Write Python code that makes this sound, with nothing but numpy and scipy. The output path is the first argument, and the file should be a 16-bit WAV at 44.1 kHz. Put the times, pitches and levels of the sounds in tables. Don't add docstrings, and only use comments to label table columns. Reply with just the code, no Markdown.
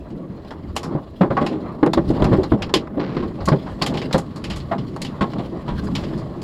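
import sys
import numpy as np
from scipy import signal
from scipy.io import wavfile
from scipy.ndimage import uniform_filter1d, minimum_filter1d

SR = 44100
rng = np.random.default_rng(int(sys.argv[2]) if len(sys.argv) > 2 else 0)


def int16_out(signal):
    q = np.round(np.clip(np.atleast_2d(signal).T, -1, 1) * 32767)
    wavfile.write(sys.argv[1], SR, q.astype(np.int16))


N = 283563

# f/Hz, relative density/dB
BODY_SPECTRUM = [(50, -49.5), (140, 3), (240, 5), (380, 6), (580, -3.5), (850, -12.5), (2000, -50),
                 (5000, -73.5)]
CLACK_SPECTRUM = [(150, -51.5), (450, 5), (750, 7), (1150, 2.5), (1500, -3), (2100, -13.5), (4000, -33),
                  (10000, -75.5)]
SIZZLE_SPECTRUM = [(2500, -30.5), (6500, 6.5), (9000, -3.5), (11000, -10.5), (13500, -17.5), (16000, -34)]
# start t/s, length/s, crest level/dB
WATER_SHEETS = [(0.81, 0.25, -35), (1.61, 0.15, -33), (2.12, 0.38, -28.5), (2.56, 0.15, -35.5),
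                (3.85, 0.17, -32.5), (5.3, 0.35, -39.5), (5.98, 0.25, -39.5)]


def amp(db):
    return 10 ** (np.asarray(db) / 20)


def evened(x):
    return x / np.sqrt(np.mean(x ** 2) + 1e-20)


def add(mix, s, sound):
    part = mix[round(s * SR):][:len(sound)]
    part += sound[:len(part)]


def colour_db(spectrum, hz):
    # f/Hz, width/Hz, lift/dB
    shell_modes = [(127, 79, 2.5), (328, 70, 3), (544, 21, 3.5), (814.4, 28, 6), (1080, 290, 4.5),
                   (1960, 580, 5.5), (3060, 150, 0), (3670, 140, -3), (4150, 260, 2), (5000, 150, 1),
                   (6270, 1070, -8.5), (8330, 640, -6)]
    f, db = np.transpose(spectrum)
    source_db = np.interp(np.log(hz + 1), np.log(f), db)
    lifts = sum(lift / (1 + (2 * (hz - centre) / width) ** 2) for centre, width, lift in shell_modes)
    return source_db + lifts


def response(spectrum, size=4096):
    log_gain = np.log(amp(colour_db(spectrum, abs(np.fft.fftfreq(size, 1 / SR)))))
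    causal_spectrum = np.exp(np.conj(signal.hilbert(log_gain)))
    return np.fft.ifft(causal_spectrum).real[:size // 2]


def turbulence(spectrum, patchy_db, flutter_db):
    hz = np.fft.rfftfreq(2048, 1 / SR)
    real, imag, patches = rng.standard_normal((3, N // 512 + 5, len(hz)))
    patches = uniform_filter1d(patches, size=7, axis=0)
    patches = evened(uniform_filter1d(patches, size=18, axis=1))
    frames = (real + 1j * imag) * amp(colour_db(spectrum, hz) + patchy_db * patches)
    noise = signal.istft(frames.T, nperseg=2048, noverlap=1536)[1][:N]
    flutter = uniform_filter1d(rng.standard_normal(N), size=900)
    flutter = evened(uniform_filter1d(flutter, size=400))
    return evened(noise * amp(flutter_db * flutter))


def burst(colour, t60, rise, tail_db, tail_t60, grain=0.):
    t = np.arange(SR // 2) / SR
    decay = amp(-60 * t / t60) + amp(tail_db - 60 * t / tail_t60)
    shape = (1 - np.exp(-t / rise)) * decay
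    chatter = np.repeat(rng.standard_normal(len(t)), 64)[:len(t)]
    source = rng.standard_normal(len(t)) * shape * amp(grain * chatter)
    sound = signal.fftconvolve(source, colour)[:len(t)]
    return sound / np.sqrt(np.sum(sound ** 2) / (0.014 * SR))


def weather():
    # t/s, wind level/dB, rain level/dB
    storm = [(0.0, -35, -62), (1.25, -36, -61), (1.4, -23, -55.5), (1.66, -32, -59.5), (1.88, -27, -61.5),
             (2.11, -23.5, -51), (2.31, -30, -48), (2.74, -34, -62.5), (3.01, -31, -66), (3.17, -26.5, -57),
             (3.74, -32, -51.5), (4.05, -26, -52), (4.19, -30.5, -55), (5.68, -30, -54.5),
             (6.0, -25.5, -47), (6.43, -26, -57)]
    times, wind_db, rain_db = np.transpose(storm)
    t = np.arange(N) / SR
    return np.interp(t, times, wind_db), np.interp(t, times, rain_db)


def blown(db, growth):
    usual_wind_db = -30
    wind_db, _ = weather()
    return amp(db + growth * (wind_db - usual_wind_db))


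def surges(rows):
    t, gain = np.arange(N) / SR, np.zeros(N)
    crest = 0.32
    for s, length, db in rows:
        swell = np.interp((t - s) / length, [0, crest, 1], [0, 1, 0])
        gain += amp(db) * np.sin(np.pi / 2 * swell)
    return gain


def wind():
    # f/Hz, relative density/dB
    buffet_spectrum = [(10, -14), (25, -16), (45, 2.5), (85, 9.5), (120, -32.5), (200, -35.5), (500, -66)]
    # f/Hz, relative density/dB
    roar_spectrum = [(40, -12.5), (90, -14.5), (135, 1), (200, 2), (330, -3.5), (450, -8.5), (650, -30),
                     (1500, -62), (4000, -96)]
    # start t/s, length/s, crest level/dB
    gusts = [(0.55, 0.53, -37.5), (1.88, 0.94, -28), (3.38, 0.18, -29.5), (3.65, 0.49, -35),
             (4.45, 0.27, -32), (5.69, 0.2, -27), (5.88, 0.43, -38)]
    sheet_roar_db = 8
    shaking = np.hypot(blown(-41, growth=0.29), surges(gusts))
    roaring = np.hypot(blown(-29.5, growth=0.93), amp(sheet_roar_db) * surges(WATER_SHEETS))
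    buffet = shaking * turbulence(buffet_spectrum, patchy_db=1.8, flutter_db=0.2)
    roar = roaring * turbulence(roar_spectrum, patchy_db=2.32, flutter_db=0.7)

    crossover_hz, start_tilt_db, tilt_db_per_s = 200, -1.5, 0.6
    deep = signal.sosfiltfilt(signal.butter(2, crossover_hz, fs=SR, output="sos"), roar)
    tilt = amp(start_tilt_db + tilt_db_per_s * np.arange(N) / SR)
    return buffet + deep * tilt + (roar - deep) / tilt


def rain():
    # f/Hz, relative density/dB
    spray_spectrum = [(150, -25), (380, -5), (600, 8.5), (800, -3), (1150, -3), (1500, -14.5), (2100, -21),
                      (4000, -29.5), (9000, -77.5)]
    # f/Hz, relative density/dB
    hiss_spectrum = [(500, -22.5), (1400, 4), (2200, -4), (3200, 2.5), (4600, -0.5), (5600, -7),
                     (7500, -13), (9500, -20), (13000, -25), (16000, -25)]
    drops_per_s, spread_db, drops_db = 320, 3.5, -1.5
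    drumming = np.hypot(blown(-41.5, growth=0.73), surges(WATER_SHEETS))
    spray = drumming * turbulence(spray_spectrum, patchy_db=2.1, flutter_db=2.5)
    hiss = turbulence(hiss_spectrum, patchy_db=4.5, flutter_db=6.0)

    sizes = amp(spread_db * np.minimum(rng.exponential(1, N), 4)) * rng.choice([-1, 1], N)
    impacts = sizes * (rng.random(N) < drops_per_s / SR)
    spot = rng.integers(0, 8, N)
    colour, patter = response(hiss_spectrum), np.zeros(N)
    for k in range(8):
        tap = burst(colour, t60=0.18, rise=0.0003, tail_db=-29, tail_t60=0.12)
        patter += signal.oaconvolve(impacts * (spot == k), tap)[:N]
    _, rain_db = weather()
    return spray + amp(rain_db) * (hiss + amp(drops_db) * evened(patter))


def fizz():
    usual_rain_db, usual_db, growth = -52.5, -71, 0.8
    _, rain_db = weather()
    gain = amp(usual_db + growth * (rain_db - usual_rain_db))
    return gain * turbulence(SIZZLE_SPECTRUM, patchy_db=2.5, flutter_db=1.5)


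def clicks():
    # t/s, relative snap/dB, snap f/Hz, relative clack/dB, relative sizzle/dB, nominal t60/s
    sharp_clicks = [(0.102, -46.5, 2900, -49, -67, 0.12), (0.4467, -45, 3060, -34, -75, 0.14),
                    (0.5062, -36, 3330, -21.5, -60, 0.11), (0.755, -41, 3000, -31, -52, 0.15),
                    (0.7628, -18, 2950, -13, -32, 0.11), (0.83, -29.5, 5460, -19, -44, 0.16),
                    (1.3671, -29, 2680, -15, -70, 0.12), (1.4628, -21, 2680, -15.5, -45.5, 0.13),
                    (1.8623, -33, 2390, -15, -48.5, 0.027), (1.9331, -18, 3740, -10, -37, 0.066),
                    (2.104, -38.5, 3300, -41, -53, 0.087), (2.241, -23, 2370, -10.5, -43, 0.092),
                    (2.4327, -27, 4150, -17.5, -50, 0.089), (2.621, -18.5, 2700, -18.5, -47, 0.095),
                    (2.693, -38, 3350, -22.5, -66, 0.076), (2.7392, 0, 3030, -5.5, -22, 0.084),
                    (2.8734, -48, 2440, -26, -73, 0.028), (3.4047, -38, 4460, -21.5, -75, 0.11),
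                    (3.455, -28.5, 4400, -39, -36.5, 0.13), (3.4843, -21.5, 4850, -9.5, -40, 0.077),
                    (3.6601, -39, 3250, -19.5, -80, 0.27), (3.8204, -11.5, 4580, -13, -34.5, 0.098),
                    (3.862, -17, 3250, -16, -33.5, 0.13), (3.938, -26.5, 2630, -22, -54, 0.15),
                    (3.9712, -21.5, 3160, -20, -50, 0.13), (4.016, -24.5, 2640, -23.5, -57, 0.1),
                    (4.109, -37, 3100, -19.5, -73, 0.11), (4.127, -16.5, 3800, -19, -34.5, 0.14),
                    (4.179, -30, 3320, -15.5, -36, 0.12), (4.359, -35, 4330, -28.5, -49.5, 0.14),
                    (4.4397, -23, 2750, -26, -44.5, 0.14), (4.499, -21, 2930, -22, -44.5, 0.22),
                    (4.5591, -30, 3400, -29, -43.5, 0.16), (4.601, -34.5, 4270, -38, -65, 0.098),
                    (4.781, -32, 3080, -28.5, -61, 0.12), (4.9627, -39, 4430, -20.5, -52, 0.051),
                    (5.017, -22, 4330, -47, -35, 0.095), (5.0468, -23.5, 2980, -27, -46, 0.14),
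                    (5.3337, -35.5, 2940, -23, -67, 0.041), (5.835, -52, 4400, -46, -50.5, 0.26),
                    (5.9514, -17.5, 2960, -22.5, -41.5, 0.13), (6.035, -30.5, 2920, -26, -74, 0.16),
                    (6.175, -37.5, 4590, -34, -54, 0.24), (6.4164, -34.5, 4760, -34, -50, 0.12)]
    # f/Hz, relative density/dB
    glass_spectrum = [(500, -16), (1400, -5.5), (2500, 2), (3500, 3), (5000, 3.5), (7000, -7), (9000, -28),
                      (15000, -47)]
    width_hz, snap, rise, usual_t60 = 500, 1.57, 0.0016, 0.16
    out = np.zeros(N)
    glass, clack, sizzle = map(response, (glass_spectrum, CLACK_SPECTRUM, SIZZLE_SPECTRUM))
    for s, snap_db, hz, clack_db, sizzle_db, t60 in sharp_clicks:
        onset = rise * (t60 / usual_t60) ** 2
        resonator = signal.iirpeak(hz, hz / width_hz, fs=SR)
        tuned = glass + snap * signal.lfilter(*resonator, glass)
        click = amp(snap_db - 8.5) * burst(
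            tuned, t60 * 0.93, onset, tail_db=-22.5, tail_t60=0.17, grain=0.84)
        click += amp(clack_db - 10) * burst(
            clack, t60 * 1.12, onset, tail_db=-29, tail_t60=0.2, grain=3.2)
        click += amp(sizzle_db - 1) * burst(
            sizzle, t60 * 0.77, onset * 0.72, tail_db=-31.5, tail_t60=0.2, grain=2.2)
        add(out, s, click)
    return out


def panel_ring(hz, t60, rise):
    t = np.arange(SR // 2) / SR
    ring = (1 - np.exp(-t / rise)) * amp(-60 * t / t60) * np.sin(2 * np.pi * hz * t)
    return ring / np.sqrt(np.sum(ring ** 2) / (0.017 * SR))


def knocks():
    # t/s, relative weight/dB, hardness/dB, crack/dB, thud/dB,
    # low ring f/Hz, high ring f/Hz, nominal t60/s
    debris_hits = [(0.949, -9, -28, -55, -30, 148, 577, 0.067), (1.208, 1, -10, -28.5, -18, 187, 550, 0.16),
                   (1.302, -7, -17.5, -38, -34, 139, 545, 0.13),
                   (1.367, -30, -11, -44, -46, 288, 1114, 0.14),
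                   (1.411, -6.5, -18.5, -30, -20, 229, 593, 0.19),
                   (1.509, -7.5, -29, -36, -35, 312.2, 535, 0.47),
                   (1.828, 3, -9.5, -29.5, -26, 305, 465, 0.077),
                   (1.863, -3, -19, -36, -29, 339, 486, 0.099),
                   (1.972, -2, -16, -31.5, -11, 329, 567, 0.091), (2.1, -5, -29, -43, -24, 320, 544, 0.076),
                   (2.221, -2.5, -11, -21, -0.5, 146, 605, 0.046),
                   (2.313, -3, -21, -41, -9, 116, 534, 0.17),
                   (2.326, -5.5, -16.5, -28.5, -34, 152, 564, 0.13),
                   (2.381, -2.5, -30, -46, -11, 370, 533, 0.17),
                   (2.517, -3, -16, -34.5, -4, 325, 645, 0.081),
                   (2.531, -7, -28.5, -39, -17, 116, 586, 0.094),
                   (2.738, 1, -15, -14, -24, 386, 1040, 0.085),
                   (2.969, -6, -31, -45, -22.5, 289, 413, 0.24),
                   (3.226, -10.5, -29, -41, -22, 209, 1080, 0.15),
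                   (3.475, -6.5, -16.5, -44, -28, 174, 1110, 0.093),
                   (3.516, -1, -17.5, -30, -11, 140, 614, 0.13),
                   (3.814, -12, -21, -21.5, -42, 165, 1048, 0.066),
                   (4.142, -4.5, -12, -29, -9, 161, 526, 0.1),
                   (4.712, -16, -15, -33.5, -33, 203, 679, 0.16),
                   (5.208, -6.5, -13.5, -22, -15.5, 200, 1080, 0.16),
                   (5.382, -14, -33.5, -32.5, -29, 178.5, 703, 0.17),
                   (5.676, -19, -24, -30, -42, 142, 974, 0.29)]
    # f/Hz, relative density/dB
    thud_spectrum = [(20, -19), (50, -16), (100, -5.5), (160, -6.5), (230, 0.5), (450, -17.5),
                     (1500, -72.5)]
    # f/Hz, relative density/dB
    crack_spectrum = [(500, 5), (1400, -3.5), (2100, 0), (3500, 6.5), (5000, -6.5), (7500, -12.5),
                      (11000, -29.5), (16000, -52)]
    out = np.zeros(N)
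    spectra = (thud_spectrum, BODY_SPECTRUM, CLACK_SPECTRUM, crack_spectrum)
    thud, body, clack, crack = map(response, spectra)
    heave = amp(-13) * panel_ring(74.5, t60=0.06, rise=0.008)
    for s, weight_db, hardness_db, crack_db, thud_db, low_hz, high_hz, t60 in debris_hits:
        heavy = amp(-10.5) * panel_ring(low_hz, t60 * 0.65, rise=0.0046)
        heavy += amp(-11) * burst(body, t60 * 1.3, rise=0.0062, tail_db=-27.5, tail_t60=0.48)
        hard = amp(-4.5) * panel_ring(high_hz, t60 * 0.78, rise=0.0061)
        hard += amp(-4.5) * burst(
            clack, t60 * 0.77, rise=0.0087, tail_db=-38, tail_t60=0.12, grain=1.4)
        brittle = amp(-5.5) * burst(
            crack, t60 * 0.55, rise=0.01, tail_db=-34.5, tail_t60=0.22, grain=2.5)
        cabin = heave + amp(-9) * burst(
            thud, t60 * 1.9, rise=0.00091, tail_db=-27, tail_t60=0.48)
        knock = amp(weight_db) * heavy + amp(hardness_db) * hard
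        knock += amp(crack_db) * brittle + amp(thud_db) * cabin
        add(out, s, knock)
    return out


def frond():
    # start t/s, relative level/dB, time to release/s
    strokes = [(2.993, -29.5, 0.16), (3.16, -33.5, 0.059), (3.216, -43, 0.047)]
    # f/Hz, relative density/dB
    scrape_spectrum = [(200, -18.5), (600, 9.5), (1300, 10.5), (2000, 2), (4200, -1), (6000, -11.5),
                       (12000, -50)]
    catch_s, ease_s, release_s, drag_db, slips_per_s = 0.0093, 0.018, 0.021, -9, 2500
    pressure = np.zeros(N)
    for s, db, length in strokes:
        t = np.maximum(np.arange(N) / SR - s, 0)
        onset = np.minimum(t / catch_s, 1)
        catch = np.exp(-np.maximum(t - catch_s, 0) / ease_s) + amp(drag_db)
        release = np.exp(-np.maximum(t - length, 0) / release_s)
        pressure += amp(db) * onset * catch * release
    slips = rng.standard_normal(N) * (rng.random(N) < slips_per_s / SR)
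    rasp = evened(signal.oaconvolve(slips, response(scrape_spectrum))[:N])
    panel = evened(signal.oaconvolve(slips, response(BODY_SPECTRUM))[:N])
    return pressure * (rasp + amp(10.5) * panel)


def scene():
    return (wind() + rain() + fizz() + clicks() + knocks() + frond())[None]


def record(dry):
    # f/Hz, relative density/dB
    self_noise = [(1000, 4), (8000, -3), (16000, -5)]
    ceiling_db, recovery_db_per_s, edge_hz = -2.0, 300, 16000
    heard = dry + amp(-72.5) * turbulence(self_noise, patchy_db=3.5, flutter_db=3.5)
    over_db = np.maximum(20 * np.log10(abs(heard[0]) + 1e-9) - ceiling_db, 0)
    fall = np.arange(N) * recovery_db_per_s / SR
    held_db = np.maximum.accumulate(over_db + fall) - fall
    gain_db = uniform_filter1d(minimum_filter1d(-held_db, size=41), size=41)
    low_pass = signal.firwin(511, edge_hz, window=("kaiser", 9), fs=SR)
    return signal.oaconvolve(heard * amp(gain_db), low_pass[None], "same")


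dry = scene()
out = record(dry)
int16_out(out)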